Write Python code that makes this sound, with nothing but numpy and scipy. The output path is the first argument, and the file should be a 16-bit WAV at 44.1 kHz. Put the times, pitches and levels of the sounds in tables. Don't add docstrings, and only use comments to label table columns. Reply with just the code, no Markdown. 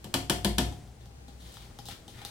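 import sys
import numpy as np
from scipy import signal
from scipy.fft import rfft, irfft
from scipy.io import wavfile

SR = 44100
rng = np.random.default_rng(int(sys.argv[2]) if len(sys.argv) > 2 else 0)


def put_to_file(sound):
    columns = np.atleast_2d(sound).T
    safe = np.clip(columns, -1, 1)
    whole_steps = np.round(safe * 32767)
    wavfile.write(sys.argv[1], SR, whole_steps.astype(np.int16))


def invert_db(x):
    u = np.asarray(x, float) / 20
    return 10 ** u


N = 101429
T = np.arange(N) / SR
HZ = np.fft.rfftfreq(2 ** 17, 1 / SR) + 1

# f/Hz, density/dB
KITCHEN_SPECTRUM = [(20, -11.5), (77, -5.5), (250, -14), (816, -21), (1050, -26), (9800, -34.5),
                    (10800, -42), (16000, -42.5)]
# f/Hz, width/Hz, level/dB rms
FRIDGE_HUM = [(117.5, 11, -56.5), (461, 7.8, -74), (804, 11, -69.5)]
# t/s, level/dB
WORKTOP_SHAKE = [(0.0, -47), (0.11, -63), (0.16, -44.5), (0.28, -43.5), (0.33, -38), (0.43, -44),
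                 (0.46, -32), (0.69, -34), (0.82, -56), (1.5, -49), (1.54, -55), (1.71, -50), (1.8, -69),
                 (1.92, -46.5), (2.0, -66.5), (2.3, -58.5)]
# t/s, crack/dB, thud/dB re crack, boom/dB re crack
KNOCKS = [
    (0.042, -30, -13, -17),
    (0.14, -16, -13.5, -21),
    (0.297, -13, -14, -22),
    (0.446, -13.5, -13.5, -20.5),
    (0.582, -9.5, -15.5, -20.5),
]
# f/Hz, density/dB
CRACK_SPECTRUM = [(530, -23), (900, -5), (1220, -8.5), (2330, -10), (3150, -5), (6390, -12.5), (7760, -9.5),
                  (15300, -16.5), (16500, -21)]
# f/Hz, level/dB, t60/s
BOWL_MODES = [(1540, -5.5, 0.034), (1738, -8.5, 0.13), (3000, -3, 0.044), (3145, -1.5, 0.075),
              (3510, 2, 0.023), (4220, 1.5, 0.012), (5000, -2, 0.011), (5860, -9, 0.049), (7680, 1, 0.084),
              (9500, -6, 0.025), (12000, -15, .02)]
# f/Hz, level/dB, t60/s
POT_MODES = [(230, -0.5, 0.08), (273.6, 1.5, 0.078), (349.8, -4.5, 0.26), (403.7, 0, 0.12), (539, -1, .07),
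             (594, -12, 0.091), (681.5, -9.5, 0.32), (721.5, -7.5, 0.51), (895.5, -5.5, 0.19),
             (930, 0.5, 0.074), (1032, -6, 0.067)]
# f/Hz, level/dB, t60/s
WORKTOP_MODES = [(99.2, -3.5, 0.39), (133.5, -3, 0.32), (161, -3.5, 0.26), (198.5, 0.5, 0.19)]
# f/Hz, level/dB, t60/s
BASE_FLEX = [
    (302, -37.5, 0.055),
    (255.3, -23.5, 0.13),
    (187, -26, 0.16),
    (200.2, -18, 0.14),
    (242, -26.5, 0.12),
]
# t/s, level/dB
BUMPS = [
    (.045, -37),
    (0.684, -39),
    (1.019, -52.5),
    (1.28, -43.5),
    (1.43, -54),
    (1.89, -45),
    (2.09, -48),
]
# t/s, tick/dB, hollow/dB re tick, wall/dB re tick
TAPS = [(0.7247, -42, -5, -7), (0.8754, -54, -16.5, -6), (1.058, -50, -10, -8),
        (1.2822, -45.5, -7.5, -13.5), (1.5414, -38.5, -25, -29), (1.5698, -41, -13, -0.5),
        (1.7112, -67, 5.5, 18), (1.7885, -35, -8.5, -7), (1.8557, -36.5, -18, -28),
        (1.8859, -29.5, -11.5, -11), (2.0803, -37.5, -10, -28), (2.217, -43.5, -3, -2),
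        (2.2501, -29, -14.5, -11.5)]
# f/Hz, level/dB, t60/s
WALL_MODES = [(950, -1, 0.016), (1340, 3, 0.015), (1910, -2, 0.014)]
# f/Hz, level/dB, t60/s
HOLLOW_MODES = [(140, -2, .06), (250, -1.5, 0.055), (488, -4, 0.058), (712, 2.5, 0.046), (812, 7.5, 0.09),
                (890, -9, 0.056)]
# f/Hz, density/dB
SKIN_SPECTRUM = [(1500, -49), (2500, -18), (3200, 1.5), (4500, -1), (6500, -7), (9500, -9.5), (11000, -10),
                 (16000, -14)]
# start t/s, rise/s, fall/s, rub/dB, squeak/dB re rub
STROKES = [
    (.98, 0.053, .03, -64.5, -4),
    (1.24, 0.06, .02, -64, -7),
    (1.36, 0.07, 0.16, -56, -10.5),
    (1.47, 0.15, 0.055, -60, -3),
    (1.849, 0.013, 0.078, -49.5, -25),
    (1.876, 0.038, 0.021, -54.5, 4),
    (2.077, 0.0036, 0.045, -53, -9.5),
    (2.10, .11, 0.046, -52.5, 1),
    (2.24, 0.013, 0.076, -57, -3),
]
# f/Hz, t60/s
ROOM_DECAY = [(60, 0.62), (250, 0.49), (1000, 0.29), (4000, 0.35), (12000, 0.29)]
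# f/Hz, left re right/dB, unlike share/0-1
STEREO = [(59, 2.5, 0.1), (298, 2, 0.37), (710, 3.2, 0.84), (2400, 2, 0.97), (5000, 6, .95),
          (9400, 2.7, 0.89), (14400, 6.5, 0.83)]

KITCHEN_DB = -53
SHAKE_HZ, SHAKE_DB = 60.1, -0.5
CRACK_S, CRACK_DB, RATTLE_S, RATTLE_DB = 0.00043, 2, 0.0033, -20
THUD_S, THUD_DB, BOOM_S, BOOM_DB = 0.00042, 5.5, 0.0014, 9.5
THUMP_HZ, THUMP_DB, THUMP_S = 218, 1.5, 0.032
RING_DB, FLEX_RISE_S, LATE_S = -6.5, 0.006, 0.0007
PUSH_SCATTER = 0.2
TICK_S, TICK_DB, HOLLOW_DB, WALL_DB = 0.0008, 4, 7.5, 9
SLIPS_PER_S, SLIP_DB, SQUEAK_HZ = 9000, 2.2, 1510
DIRECT_DB, BODY_SEND_DB, EARLY_S, TAIL_RISE_S = -1.5, -11, 0.0043, 0.0043
KNOCK_TAIL_DB, KNOCK_EARLY_DB = 3.5, 5
FINGER_TAIL_DB, FINGER_EARLY_DB = -4.5, -10
TOP_HZ = 15900


def spec(x):
    return rfft(x, 2 * len(HZ) - 2)


def shape(x, g):
    return irfft(spec(x) * g)[..., :N]


def read(table, col=1):
    a = np.array(table, float)
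    return np.interp(np.log(HZ), np.log(a[:, 0]), a[:, col])


def colour(x, table):
    g = invert_db(read(table))
    return shape(x, g / np.sqrt(np.mean(g ** 2)))


def band(x, hz, width_hz, order=1):
    g = 1 / (1 + 1j * (HZ - hz ** 2 / HZ) / width_hz) ** order
    return shape(x, g / np.sqrt(np.mean(abs(g) ** 2)))


def ring(x, modes):
    out = 0
    for k, (hz, db, t60_s) in enumerate(modes):
        pole = np.exp(2j * np.pi * hz / SR - np.log(1000) / (t60_s * SR))
        out = out + (-1) ** k * invert_db(db) * signal.lfilter([1], [1, -pole], x + 0j).imag
    return out / np.sqrt(sum(invert_db(2 * mode[1]) for mode in modes))


def decays(times_s, db, decay_s):
    return sum(invert_db(d) * (T >= s) * np.exp(-np.maximum(T - s, 0) / decay_s) for s, d in zip(times_s, db))


def bursts(times_s, db, decay_s):
    return decays(times_s, db, decay_s) * rng.standard_normal(N)


def push(times_s, db, decay_s):
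    decay_n = decay_s * SR
    ragged = 1 / decay_n + PUSH_SCATTER * rng.standard_normal(N) / np.sqrt(decay_n)
    return decays(times_s, db, decay_s) * ragged


def walk(rate_hz):
    w = shape(rng.standard_normal(N), 1 / (1 + ((HZ - 1) / rate_hz) ** 2))
    return w / w.std()


def ports(a, b):
    share = np.clip(read(STEREO, col=2), 0, 1)
    tilt = invert_db(read(STEREO) / 2)
    mid, side = spec(a), share * spec(b)
    pair = np.array([(mid + side) * tilt, (mid - side) / tilt])
    return irfft(pair / np.sqrt(1 + share ** 2))[:, :N]


def room(x, body, tail_db, early_db):
    noise = rng.standard_normal((2, 2, N))
    decay = np.array(ROOM_DECAY)
    tail = 0
    for hz in 45 * 2 ** np.arange(9.):
        t60_s = np.interp(np.log(hz), np.log(decay[:, 0]), decay[:, 1])
        octave = np.cos(np.pi / 2 * np.clip(np.log2(HZ / hz), -1, 1)) ** 2
        tail = tail + shape(noise[0], octave) * invert_db(-60 * T / t60_s)
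    tail = tail * np.minimum(T / TAIL_RISE_S, 1)
    tail = invert_db(tail_db) * tail / np.sqrt(np.mean(np.sum(tail ** 2, axis=1)))
    early = noise[1] * np.exp(-T / EARLY_S) * invert_db(early_db) / np.sqrt(EARLY_S * SR / 2)
    wet = shape(x + invert_db(BODY_SEND_DB) * body, spec(tail)) + shape(x, spec(early))
    direct = x * invert_db(DIRECT_DB) + body
    near = signal.lfilter([0, 0, .5, -.5, 0, .5, 0, 0, -.5], 1, direct)
    return ports(direct + wet[0], near + wet[1])


def kitchen():
    pair = []
    for _ in range(2):
        x = colour(rng.standard_normal(N), KITCHEN_SPECTRUM) * invert_db(KITCHEN_DB + 1.7 * walk(2.2))
        for hz, width_hz, db in FRIDGE_HUM:
            x = x + invert_db(db + 1.9 * walk(6.9)) * band(rng.standard_normal(N), hz, width_hz)
        pair.append(x)
    return ports(*pair)


def shake():
    s, db = np.array(WORKTOP_SHAKE).T
    phase = 2 * np.pi * np.cumsum(SHAKE_HZ * (1 + 0.09 * walk(9.34))) / SR
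    level = invert_db(np.interp(T, s, db) + SHAKE_DB + 2.15 * walk(10))
    return np.sqrt(2) * np.sin(phase) * level


def knocks():
    s, db, thud, boom = np.array(KNOCKS).T
    s = s + LATE_S
    snap = push(s, db + CRACK_DB + 9, CRACK_S / 20)
    rattle = bursts(s, db + RATTLE_DB, RATTLE_S)
    crack = colour(snap + rattle, CRACK_SPECTRUM)
    thump = band(bursts(s, db + thud + THUMP_DB - 2.5, THUMP_S), THUMP_HZ, 417, order=2)
    bowl = ring(push(s, db + RING_DB - 1.5, CRACK_S / 10), BOWL_MODES)
    low = ring(push(s, db + boom + BOOM_DB, BOOM_S), WORKTOP_MODES)
    for at, (hz, flex_db, t60_s) in zip(s, BASE_FLEX):
        age = np.maximum(T - at, 0)
        env = invert_db(flex_db - 60 * age / t60_s) * (1 - np.exp(-age / FLEX_RISE_S))
        low = low + env * np.sin(2 * np.pi * hz * age)
    pot = ring(push(s, db + thud + THUD_DB, THUD_S / 4), POT_MODES)
    return crack, thump + bowl + pot + low


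def bumps():
    s, db = np.array(BUMPS).T
    return band(bursts(s, db, 0.011), 210, 253, order=2)


def taps():
    s, db, low, mid = np.array(TAPS).T
    contact = bursts(s, db + TICK_DB - 3, TICK_S) + bursts(s, db - 11, 0.0067)
    tick = colour(contact, SKIN_SPECTRUM)
    wall = ring(push(s, db + mid + WALL_DB - 3.5, 0.0001), WALL_MODES)
    hollow = ring(push(s, db + low + HOLLOW_DB, 0.00012), HOLLOW_MODES)
    return tick, wall + hollow


def rub():
    slips = (rng.random(N) < SLIPS_PER_S / SR) * rng.standard_normal(N)
    slips = slips * invert_db(SLIP_DB * rng.exponential(size=N).clip(max=3))
    slips = slips / slips.std() * invert_db(2.5 * walk(42))
    hiss = squeak = 0
    for s, rise_s, fall_s, db, squeak_db in STROKES:
        swell = np.sin(np.pi / 2 * np.clip((T - s) / rise_s, 0, 1)) ** 2
        fade = np.exp(-(np.maximum(T - s - rise_s, 0) / fall_s) ** 2)
        env = invert_db(db) * swell * fade
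        hiss = hiss + env
        squeak = squeak + env * invert_db(squeak_db)
    return colour(slips * hiss, SKIN_SPECTRUM) + band(slips * squeak, SQUEAK_HZ, 2200, order=2)


def scene():
    tick, hollow = taps()
    fingers = room(tick + rub() + bumps(), hollow, FINGER_TAIL_DB, FINGER_EARLY_DB)
    crack, body = knocks()
    blows = room(crack, body, KNOCK_TAIL_DB, KNOCK_EARLY_DB)
    worktop = ports(shake(), 0 * T)
    return blows + fingers + worktop + kitchen()


def top_cut(x):
    return signal.sosfilt(signal.butter(12, 16820, fs=SR, output="sos"), x)


def record(dry):
    mix = signal.sosfilt(signal.ellip(8, 0.2, 60, TOP_HZ, fs=SR, output="sos"), dry)
    return top_cut(mix)


dry = scene()
out = record(dry)
put_to_file(out)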